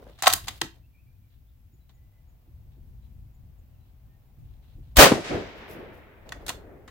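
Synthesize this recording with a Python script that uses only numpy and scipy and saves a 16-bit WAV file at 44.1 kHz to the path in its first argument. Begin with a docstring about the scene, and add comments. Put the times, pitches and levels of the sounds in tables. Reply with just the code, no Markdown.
"""Bolt-action rifle at a range

A bolt-action rifle on a bench under a wooden shelter in the country. The bolt runs forward and locks: impact
noise excites the modes of the action. After a quiet wait with far birds (gliding sines) and low rumble
(coloured noise), one overloading shot, enveloped noise with a slow pressure swing, rolls away as echoes and
scattering among the trees. Then the bolt is lifted and starts back."""
import sys
import numpy as np
from scipy import signal
from scipy.fft import rfft, irfft, next_fast_len
from scipy.io import wavfile

SR = 44100
rng = np.random.default_rng(int(sys.argv[2]) if len(sys.argv) > 2 else 0)


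def transcribe(u):
    """Save the signal u as a 16-bit wav file named by the first command-line argument.

    u: samples, shape (n,) or (channels, n), limited to [-1, 1]; the rate is SR.
    q: integer samples, one column per channel.
    """
    v = np.clip(np.atleast_2d(u).T, -1, 1)
    q = np.round(v * 32767).astype(np.int16)
    wavfile.write(sys.argv[1], SR, q)


N = 304290
TIME = np.arange(N) / SR
CUTOFF_HZ = 16000
LEFT_RIGHT = np.array([[1], [-1]])   # opposite signs for the two channels
SHOT_S = 4.9682

# Spectrum of the bright crack: (frequency [Hz], level [dB])
CRACK_SPECTRUM = [(100, -11.5), (500, 0.5), (1500, -1), (4500, -3.5), (8000, -5.5), (11000, -9.5),
                  (15500, -3)]
# Spectrum of the roar between bench and roof: (frequency [Hz], level [dB])
ROAR_SPECTRUM = [(60, -15), (140, -5), (300, -3), (480, 2.5), (720, 1), (1100, -2), (2000, -6),
                 (4000, -10.5), (8000, -17.5), (15500, -32.5)]
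# Pressure swing of the muzzle gas: (crest [s], period [s], half length [s], height before the stereo gain)
GAS_SWING = (4.9838, 0.02, .011, 0.39)
LEAD_IN_S, LEAD_IN_DB = 0.012, -31.5   # a faint bright hiss swells just before the shot
MUZZLE_DB, MUZZLE_T60_S = -11.5, 0.085   # first crack, straight from the muzzle
# bright reflections of the crack under the roof
CRACK_DB, CRACK_ATTACK_S, CRACK_HOLD_S, CRACK_T60_S = -11, 0.026, 0.042, 0.11
ROAR_DB, ROAR_ATTACK_S, ROAR_HOLD_S, ROAR_T60_S = -6, 0.024, 0.044, 0.25
ROAR_LUMPS_DB = 1.24   # reflections arrive in clumps


def shot():
    """Impulsive radiation: a faint hiss, a crack, the swing of the muzzle gas and a roar of crowded reflections."""
    lead_in = from_db(LEAD_IN_DB) * swell(SHOT_S - LEAD_IN_S, 0.0065, LEAD_IN_S, 0.03)
    muzzle = from_db(MUZZLE_DB) * swell(SHOT_S, 0.0005, 0.0014, MUZZLE_T60_S)
    reflected = from_db(CRACK_DB) * swell(SHOT_S, CRACK_ATTACK_S, CRACK_HOLD_S, CRACK_T60_S)
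    crack = together([muzzle, reflected])
    roar = from_db(ROAR_DB) * swell(SHOT_S, ROAR_ATTACK_S, ROAR_HOLD_S, ROAR_T60_S)
    roar_sound = roar * noise(ROAR_SPECTRUM) * from_db(ROAR_LUMPS_DB * drift(250))

    crest_s, period, half_length, height = GAS_SWING
    t = TIME - crest_s
    window = np.exp(-((t - 0.004) / half_length) ** 4 / 2)
    swing = height * np.cos(2 * np.pi * t / period) * window
    ports = from_db(1.7 * LEFT_RIGHT)   # the swing presses harder on the left port
    return lead_in * noise(STEEL_SPECTRUM) + crack * noise(CRACK_SPECTRUM) + roar_sound + swing * ports


# Hard echoes from the range: (arrival [s], peak before rounding [dB], length before rounding [s])
HARD_ECHOES = [(5.119, -4, 0.00181), (5.1229, -6.5, 0.00226)]


def hard_echoes(dull_hz=1500, ring_hz=215, ring_width=170):
    """Specular reflection: hard surfaces send back the N-shaped shock, rounded by distance."""
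    out = np.zeros((2, N))
    for s, peak_db, length in HARD_ECHOES:
        add(out, s, from_db(peak_db) * np.linspace(1, -1, int(length * SR)))
    rounded = signal.sosfilt(signal.butter(1, dull_hz, fs=SR, output="sos"), out + 1e-18)
    return rounded + 0.53 * resonate(rounded, ring_hz, ring_width)


# Spectrum of the dull echoes: (frequency [Hz], level [dB])
ECHO_SPECTRUM = [(40, -13.5), (110, -1.5), (200, -3), (400, 1), (650, -4), (1000, -15.5), (2000, -19.5),
                 (5000, -50.5)]
# Spectrum scattered by the branches, before loss in the air: (frequency [Hz], level [dB])
SCATTER_SPECTRUM = [(200, -7.5), (600, -2.5), (1300, -3), (2200, -1), (4000, -4), (7000, -8), (10000, -15),
                    (15000, -24.5)]


def rolling_report(air_db=9.0, lumps_db=0.58):
    """Atmospheric absorption: the longer the path of an echo, the more treble the air takes.

    air_db is the loss per second and per kHz above 1.8 kHz."""
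    echo, scatter = echo_levels()
    branches = rfft(noise(SCATTER_SPECTRUM))
    absorbed = 0
    hz = np.fft.rfftfreq(N, 1 / SR)
    centres = np.geomspace(500, CUTOFF_HZ, 9)
    travel = np.clip(TIME - HARD_ECHOES[0][0], 0, 1.4)   # s since the first hard echo
    for centre, own in zip(centres, np.eye(len(centres))):
        band = irfft(branches * np.interp(hz, centres, own), N)
        absorbed = absorbed + band * from_db(-air_db * travel * max(centre / 1000 - 1.8, 0))
    return (echo * noise(ECHO_SPECTRUM) + scatter * absorbed) * from_db(lumps_db * drift(110))


# Banks and tree lines return the report: (arrival [s], dull echo [dB], scatter from the branches [dB])
RETURNING_ECHOES = [(5.112, -22, -37), (5.155, -28.5, -43), (5.316, -27.5, -35), (5.721, -43, -46),
                    (6.5, -49, -67.5)]
SMEAR_RISE, SMEAR_HOLD, SMEAR_T60 = 0.11, 0.14, 0.97   # attack, hold and decay, as shares of the delay
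BRANCHES_LEAD, BRANCHES_T60 = 0.18, 2.7   # branches answer earlier and for longer: shares of the delay
# the wood as a whole
TAIL_ATTACK_S, TAIL_T60_S, TAIL_ECHO_DB, TAIL_SCATTER_DB = 0.12, 3.94, -41.5, -39.5


def echo_levels():
    """Diffuse decay: a dying tail plus single returns, each smeared in proportion to its delay."""
    tail = swell(SHOT_S, TAIL_ATTACK_S, 0, TAIL_T60_S)
    echo = [from_db(TAIL_ECHO_DB) * tail]
    scatter = [from_db(TAIL_SCATTER_DB) * tail]
    for s, echo_db, scatter_db in RETURNING_ECHOES:
        delay = s - SHOT_S
        rise, hold = SMEAR_RISE * delay, SMEAR_HOLD * delay
        start = s - rise
        early = start - BRANCHES_LEAD * delay
        echo.append(from_db(echo_db) * swell(start, rise, hold, SMEAR_T60 * delay))
        scatter.append(from_db(scatter_db) * swell(early, rise, hold, BRANCHES_T60 * delay))
    return together(echo), together(scatter)


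# Blows of bolt and cartridge, in order: a round is picked up, jumps from the magazine and runs into the
# chamber; the lugs engage and the handle locks; a touch while aiming; the handle lifts, the case breaks
# free and the bolt starts back. Steel and thud levels are relative:
# (time [s], steel level [dB], chatter decay [s], brightness [dB per octave], clack [Hz], stock thud [dB])
BOLT_CONTACTS = [ (.187, -51, 0.021, 0, 1200, -75), (0.2225, -22, 0.0047, 3.5, 780, -46),
                 (.234, -24.5, 0.014, -1.5, 726, -66), (.259, -21.5, .009, -1, 740, -60),
                 (.269, -8, 0.0028, -2, 3600, -53), (0.2726, -4, .0026, -2.5, 780, -53),
                 (.277, -10.5, .0033, 5, 1447, -43), (.300, -24, .008, .5, 3300, -53.5),
                 (0.3267, -19, 0.0033, 6, 4450, -60), (.335, -11, 0.0028, 4.5, 10010, -40),
                 (.472, -39.5, 0.0065, -1, 6000, -61), (.4815, -25.5, 0.0062, 1, 2930, -47.5),
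                 (.614, -22, 0.0011, -1.5, 3600, -49), (.616, -17.5, .0022, -.5, 2300, -32),
                 (1.893, -61, .012, -2.5, 3390, -85), (6.291, -42.5, 0.003, 2, 3800, -75),
                 (6.321, -31.5, 0.0049, -2, 1910, -49), (6.464, -37, 0.0087, 2, 12000, -60),
                 (6.481, -31, 0.0081, 0.5, 10500, -45.5), (6.4912, -24.5, 0.0066, 3, 2380, -42.5),
                 (6.501, -30.5, .0031, -2, 900, -49), (6.877, -47, 0.013, -3, 1810, -57)]
# Broad spectrum of a steel contact: (frequency [Hz], level [dB])
STEEL_SPECTRUM = [(150, -33), (440, -30), (600, -4), (760, -1), (1400, -2.5), (2400, -4.5), (4000, -2),
                  (5600, -7.5), (7500, -7.5), (9500, -12), (15500, -18)]
# Modes of the action: (frequency [Hz], width [Hz], relative level [dB])
ACTION_MODES = [(746, 110, 5.5), (1060, 75, 4.5), (1310, 29, 1.5), (1517, 60, 2), (1863, 200, 4.5),
                (2794, 28, -1.5), (3127, 35, 1), (3492, 90, 2), (3860, 80, 5.5), (4300, 80, 1.5),
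                (4890, 100, 0), (6400, 340, 1.5), (7300, 120, 4.5), (12200, 210, 3.5)]
# Thin steel parts that ring on after a blow: (frequency [Hz], relative level [dB], t60 [s])
THIN_PART_MODES = [(3117, -0.5, 0.18), (4199, -4.5, 0.25), (5868, -1, 0.17), (5986, -4, 0.17),
                   (6460, -3.5, 0.17), (7074, -1, 0.14)]
# Dull knock of the stock: (frequency [Hz], level [dB])
STOCK_SPECTRUM = [(40, -18), (110, 0.5), (200, -4.5), (330, 0.5), (520, -9.5), (1200, -37.5)]
# Stereo likeness of the rifle's own parts: (frequency [Hz], left-right correlation [-1 to 1])
NEAR_LIKENESS = [(100, 1), (900, .8), (2000, .45), (4000, 0.05), (8000, 0.12), (15000, 0.055)]
STEEL_LOW_HZ = 560   # the small steel parts radiate little below this


def bolt(size=4096, clack_db=5.0, clack_octaves=0.58, thin_db=-4):
    """Modal excitation: each contact chatters around its own pitch, rings the action and knocks the stock."""
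    steel, stock = np.zeros((2, 2, N))
    grid = np.geomspace(100, CUTOFF_HZ, 80)
    for s, level_db, decay, tilt_db, clack_hz, thud_db in BOLT_CONTACTS:
        # light parts and hard contacts speak high, the heavy bolt low
        hump = clack_db * np.exp(-(np.log2(grid / clack_hz) / clack_octaves) ** 2)
        colour = np.column_stack([grid, at_hz(STEEL_SPECTRUM, grid) + hump])
        clack = noise(colour, size, NEAR_LIKENESS, tilt_db) * chatter(size)
        thud = noise(STOCK_SPECTRUM, size, NEAR_LIKENESS)
        add(steel, s, from_db(level_db) * burst(clack, decay))
        add(stock, s, from_db(thud_db) * burst(thud, decay=0.017))
    steel = signal.sosfilt(signal.butter(4, STEEL_LOW_HZ, "high", fs=SR, output="sos"), steel + 1e-18)
    rings = sum(from_db(db) * resonate(steel, hz, width) for hz, width, db in ACTION_MODES)
    thin = 0
    for hz, db, t60 in THIN_PART_MODES:
        width = np.log(1000) / (np.pi * t60)   # bandwidth that gives this decay time
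        thin = thin + from_db(db + thin_db) * resonate(steel, hz, width)
    return from_db(-1) * steel + from_db(-5.5) * rings + thin + stock


def chatter(size, rough_db=2.0, rate=1500):
    """Repeated impact: steel rebounds on steel in many uneven micro-impacts."""
    return from_db(rough_db * drift(rate)[:size])


# Strokes of hand, sleeve and bolt along the rifle:
# (start [s], hold [s], rubbing level [dB], gritty slide level [dB])
HAND_STROKES = [(-.02, 0.11, -54, -70), (0.228, 0.051, -58.5, -39), (.42, 0.12, -62, -55),
                (.725, .02, -62.5, -70), (6.244, 0.26, -51, -84)]
# Spectrum of rubbing: (frequency [Hz], level [dB])
RUB_SPECTRUM = [(60, -3.5), (300, -2), (650, -2), (1100, -13), (2200, -21), (4200, -29.5), (8000, -41)]
# Spectrum of the gritty slide: (frequency [Hz], level [dB])
GRIT_SPECTRUM = [(400, -17.5), (900, 0.5), (3500, 6), (6000, -1), (9000, -3.5), (13000, -2), (16000, -3)]
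# The hand bumps the stock: (time [s], level before the low-pass [dB])
HAND_BUMPS = [(0.622, -38), (1.73, -55), (2.475, -53.5), (2.765, -49.5), (4.401, -57), (4.78, -46),
              (6.351, -47.5), (6.386, -52), (6.765, -52.5)]
# Light taps of the hand reaching for the bolt: (time [s], level [dB])
HAND_TAPS = [(.026, -42.5), (.067, -46), (0.095, -48.5)]
# Spectrum of a tap: (frequency [Hz], level [dB])
TAP_SPECTRUM = [(150, -9), (500, -1), (780, -3), (1400, -15.5), (4000, -35), (10000, -42)]
STROKE_ATTACK_S, STROKE_T60_S = 0.018, 0.27


def hand(size=8192, soft_hz=220):
    """Friction and soft impact: cloth and skin rub, tap and bump dully; sliding surfaces catch in fine grains."""
    rubs, grits = [], []
    for s, hold, rub_db, grit_db in HAND_STROKES:
        shape = swell(s, STROKE_ATTACK_S, hold, STROKE_T60_S)
        rubs.append(shape * from_db(rub_db))
        grits.append(shape * from_db(grit_db))
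    rub = together(rubs) * noise(RUB_SPECTRUM) * from_db(2.3 * drift(41))
    grit = together(grits) * rms_one(noise(GRIT_SPECTRUM) * from_db(4.5 * drift(400)))

    bumps, taps = np.zeros((2, 2, N))
    for s, level_db in HAND_BUMPS:
        grain = noise(STOCK_SPECTRUM, size, NEAR_LIKENESS)
        add(bumps, s, from_db(level_db) * burst(grain, decay=0.025, rise=0.0023))
    for s, level_db in HAND_TAPS:
        grain = noise(TAP_SPECTRUM, size, NEAR_LIKENESS)
        add(taps, s, from_db(level_db) * burst(grain, decay=0.0033, rise=0.0014))
    bumps = signal.sosfilt(signal.butter(2, soft_hz, fs=SR, output="sos"), bumps + 1e-18)
    return bumps + taps + rub + grit


# Faint rustles of the sleeve: (start [s], hold [s], level [dB])
SLEEVE_RUSTLES = [(0.063, 0.11, -67), (0.157, 0.028, -59), (1.28, .03, -77), (2.69, .02, -80),
                  (3.0, .03, -78), (3.82, .05, -79), (4.42, .12, -79), (4.6, .1, -72.5), (4.81, .06, -74.5)]
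# Spectrum of a rustle: (frequency [Hz], level [dB])
RUSTLE_SPECTRUM = [(800, -10), (2400, -5), (3400, 0), (4100, -2), (5200, -13), (10000, -22)]
RUSTLE_ATTACK_S, RUSTLE_T60_S = 0.03, 0.3


def sleeve(grain_db=3.0):
    """Friction noise: nylon brushes past in short, finely grained whispers."""
    level = together(from_db(db) * swell(s, RUSTLE_ATTACK_S, hold, RUSTLE_T60_S)
                     for s, hold, db in SLEEVE_RUSTLES)
    return level * rms_one(noise(RUSTLE_SPECTRUM) * from_db(grain_db * drift(200)))


# The rest bag shifts after the recoil: (start [s], level [dB])
BAG_SHIFTS = [(5.54, -69), (5.665, -53.5), (5.91, -67.5)]
# Fine crackle of the filling: (frequency [Hz], level [dB])
FILLING_SPECTRUM = [(2000, -17), (5000, -3), (9000, -9), (11000, -1.5), (13000, 0.5), (15500, -2)]
SHIFT_ATTACK_S, SHIFT_HOLD_S, SHIFT_T60_S = 0.033, 0.016, 0.31


def rest_bag():
    """Granular noise: the filling shifts in clumps of tiny grains."""
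    level = together(from_db(db) * swell(s, SHIFT_ATTACK_S, SHIFT_HOLD_S, SHIFT_T60_S) for s, db in BAG_SHIFTS)
    return level * rms_one(noise(FILLING_SPECTRUM) * from_db(3.6 * drift(590)))


# A warbled phrase, relative level: (start [s], start pitch [Hz], end pitch [Hz], level [dB])
WARBLE_NOTES = [(.815, 2620, 2740, -71), (.923, 2430, 2280, -68), (.96, 2300, 2690, -69),
                (1.05, 2290, 2420, -73), (1.12, 2450, 2530, -82), (1.215, 2390, 2280, -78)]
# Chirps, relative level: (start [s], start pitch [Hz], end pitch [Hz], level [dB])
CHIRP_NOTES = [(1.459, 3100, 4100, -77.5), (1.792, 4000, 3870, -76), (3.012, 4050, 3850, -75.5),
               (3.724, 3100, 2490, -78), (3.789, 4090, 3900, -77)]
# Thin falling chips, relative level: (start [s], level [dB])
CHIP_NOTES = [(1.72, -72), (1.928, -74), (2.27, -75), (3.329, -75), (3.574, -77)]
# Soft level whistles, relative level: (start [s], pitch [Hz], level [dB])
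WHISTLE_NOTES = [(1.9, 2000, -79), (2.07, 2010, -79), (4.04, 1830, -78.5)]
WARBLE_NOTE_S, CHIRP_LENGTH_S, WHISTLE_LENGTH_S = 0.0645, 0.056, 0.18
CHIP_LENGTH_S, CHIP_START_HZ, CHIP_END_HZ = 0.045, 7300, 6650


def birds(waver=0.021, flutter_db=1.5):
    """Frequency modulation: short gliding whistles with a quick flutter, blurred by the wood."""
    out = np.zeros((2, N))
    wobble = 1 + waver * drift(300)
    notes = [(s, WARBLE_NOTE_S, start_hz, end_hz, db) for s, start_hz, end_hz, db in WARBLE_NOTES]
    notes += [(s, CHIRP_LENGTH_S, start_hz, end_hz, db) for s, start_hz, end_hz, db in CHIRP_NOTES]
    notes += [(s, CHIP_LENGTH_S, CHIP_START_HZ, CHIP_END_HZ, db) for s, db in CHIP_NOTES]
    notes += [(s, WHISTLE_LENGTH_S, hz, hz, db) for s, hz, db in WHISTLE_NOTES]
    for s, length, start_hz, end_hz, level_db in notes:
        n = int(length * SR)
        hz = np.linspace(start_hz, end_hz, n) * wobble[int(s * SR):][:n]
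        phase = 2 * np.pi * np.cumsum(hz) / SR
        add(out, s, from_db(level_db) * np.hanning(n) * np.sin(phase))
    return reverberate(out * from_db(flutter_db * drift(150)), t60=0.34, wet_db=-5.5) * from_db(-1.0)


# Swells of low noise: the outdoor rumble, and low surges under the bolt's thud near 0.27 s and the hand's bumps
# near 6.3 s: (start [s], hold [s], level before the stereo gain [dB])
RUMBLE_SWELLS = [(0.266, 0.09, -44), (2.43, 1.59, -52), (2.73, .35, -48), (3.37, .08, -52),
                 (4.345, 0.044, -43.5), (4.72, .06, -42), (6.302, 0.22, -48)]
# Spectrum of the rumble: (frequency [Hz], level [dB])
RUMBLE_SPECTRUM = [(20, -9), (35, -4), (58, 2.5), (90, -3), (125, -5), (170, -16.5), (270, -23.5),
                   (400, -36.5), (900, -59.5)]
# Air in the far trees: (time [s], level [dB])
BREEZE_LEVEL = [(0, -80), (1.7, -79), (2.3, -72.5), (2.9, -73.5), (4.8, -70.5), (6.9, -73.5)]
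# Spectrum of the breeze: (frequency [Hz], level [dB])
BREEZE_SPECTRUM = [(100, -0.5), (450, 0), (800, -0.5), (1300, -11.5), (2600, -14), (5000, -24),
                   (10000, -33.5)]
# Spectrum of the microphone's own hiss: (frequency [Hz], level [dB])
HISS_SPECTRUM = [(500, -2.5), (2500, -0.5), (5000, -5.5), (9500, -9), (11000, -5), (12500, 0.5), (14500, 1),
                 (15200, 6), (16000, 0.5)]
RUMBLE_DB, RUMBLE_ATTACK_S, RUMBLE_T60_S = -54, 0.05, 1


def outdoors(left_db=1.27, lumps_db=2.34):
    """Random noise: lumpy low rumble, a little to the left; air in the trees; the microphone's own hiss."""
    swells = [from_db(db) * swell(s, RUMBLE_ATTACK_S, hold, RUMBLE_T60_S) for s, hold, db in RUMBLE_SWELLS]
    rumble = together([from_db(RUMBLE_DB)] + swells)
    breeze = from_db(np.interp(TIME, *np.transpose(BREEZE_LEVEL)))
    lumps = from_db(lumps_db * drift(15) + left_db * LEFT_RIGHT)
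    hiss = from_db(-73.5) * noise(HISS_SPECTRUM)
    return rumble * lumps * noise(RUMBLE_SPECTRUM) + breeze * noise(BREEZE_SPECTRUM) + hiss


# Spectrum of the reflected wash: (frequency [Hz], level [dB])
WASH_SPECTRUM = [(100, -4), (350, -3), (700, -3.5), (1200, 0), (4000, -0.5), (9000, -1), (15000, 3)]


def reverberate(x, t60, wet_db, first_s=0.011, size=22050, dull_hz=4500, treble_t60=0.6):
    """Reverberation: many reflections form a short, dense wash whose treble dies first."""
    t = TIME[:size]
    wash = noise(WASH_SPECTRUM, size) * from_db(-60 * t / t60) * (1 - np.exp(-(t / first_s) ** 2))
    dull = signal.sosfilt(signal.butter(1, dull_hz, fs=SR, output="sos"), wash)
    wash = dull + (wash - dull) * from_db(-60 * t / treble_t60)   # extra decay of the treble
    wash = wash / np.sqrt(np.sum(wash ** 2) / 2)   # mean energy 1 per channel
    return x + from_db(wet_db) * signal.fftconvolve(x, wash, axes=1)[:, :N]


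# Stereo likeness of wide sounds: (frequency [Hz], left-right correlation [-1 to 1])
WIDE_LIKENESS = [(30, 0.93), (120, 0.79), (300, 0.65), (700, 0.5), (1400, .14), (3000, 0), (15000, 0.058)]


def noise(colour, size=N, likeness=WIDE_LIKENESS, tilt_db=0):
    """Spectral shaping: stereo noise of a given colour, tilted per octave above 700 Hz; overall rms 1."""
    length = next_fast_len(size)
    hz = np.fft.rfftfreq(length, 1 / SR) + 1
    mid, side = rfft(rng.standard_normal((2, length)))
    alike = np.clip(at_hz(likeness, hz), -1, 1)
    pair = np.sqrt(1 + alike) * mid + np.sqrt(1 - alike) * side * LEFT_RIGHT
    octaves = np.log2(np.maximum(hz, 700) / 700)
    audible = (hz > 18) & (hz < CUTOFF_HZ)
    gain = audible * from_db(at_hz(colour, hz) + tilt_db * octaves)
    return rms_one(irfft(pair * gain, length)[:, :size])


def drift(rate):
    """Random modulation: straight lines between chance values of spread 1, rate of them per second."""
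    knots = rng.standard_normal(4096)
    return np.interp(TIME * rate, np.arange(len(knots)), knots)


def resonate(x, hz, width):
    """Resonance: one two-pole mode, gain about 1 at its peak."""
    r = np.exp(-np.pi * width / SR)
    zeros = np.array([1, 0, -1]) * (1 - r * r) / 2
    poles = [1, -2 * r * np.cos(2 * np.pi * hz / SR), r * r]
    return signal.lfilter(zeros, poles, x + 1e-18)


def burst(grain, decay, rise=0.0005):
    """Impact: a blow swells at once and dies away; its energy depends on its envelope alone."""
    t = TIME[:grain.shape[-1]]
    shape = (1 - np.exp(-t / rise)) * np.exp(-t / decay)
    return rms_one(grain * shape) * np.sqrt(np.mean(shape ** 2)) / shape.max()


def swell(s, attack_s, hold_s, t60):
    """Exponential decay: an envelope of attack, hold and release, top 1."""
    t = TIME - s
    release = np.clip((t - attack_s - hold_s) / t60, 0, 4)
    return np.clip(t / attack_s, 0, 1) ** 2 * from_db(-60 * release)


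def together(envelopes):
    """Incoherent summation: unrelated sounds add up in power."""
    return np.sqrt(sum(e ** 2 for e in envelopes))


def add(out, s, sound):
    """Superposition: mix a sound in at a given time."""
    i = int(s * SR)
    out[:, i:i + sound.shape[-1]] += sound[..., :N - i]


def from_db(db):
    """Level: decibels to amplitude gain."""
    return 10 ** (np.asarray(db) / 20)


def rms_one(x):
    """Normalization: scale to unit rms."""
    return x / np.sqrt(np.mean(x ** 2) + 1e-20)


def at_hz(points, hz):
    """Logarithmic frequency scale: read a table along it."""
    f, value = np.transpose(points)
    return np.interp(np.log(hz), np.log(f), value)


def scene():
    """Superposition: the rifle close by, its report and the countryside."""
    report = (shot() + hard_echoes() + rolling_report()) * from_db(0.33 * LEFT_RIGHT)
    action = reverberate(bolt(), t60=0.25, wet_db=-13.5)   # bench, posts and roof reflect the bolt
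    return report + action + hand() + sleeve() + rest_bag() + birds() + outdoors()


def record(dry):
    """Saturation and band limiting: the loudest peaks are flattened and the top is cut."""
    squashed = dry / (1 + np.abs(dry / 0.95) ** 4) ** (1 / 4)
    return signal.sosfilt(signal.ellip(10, 0.1, 70, CUTOFF_HZ, fs=SR, output="sos"), squashed)


dry = scene()
out = record(dry)
transcribe(out)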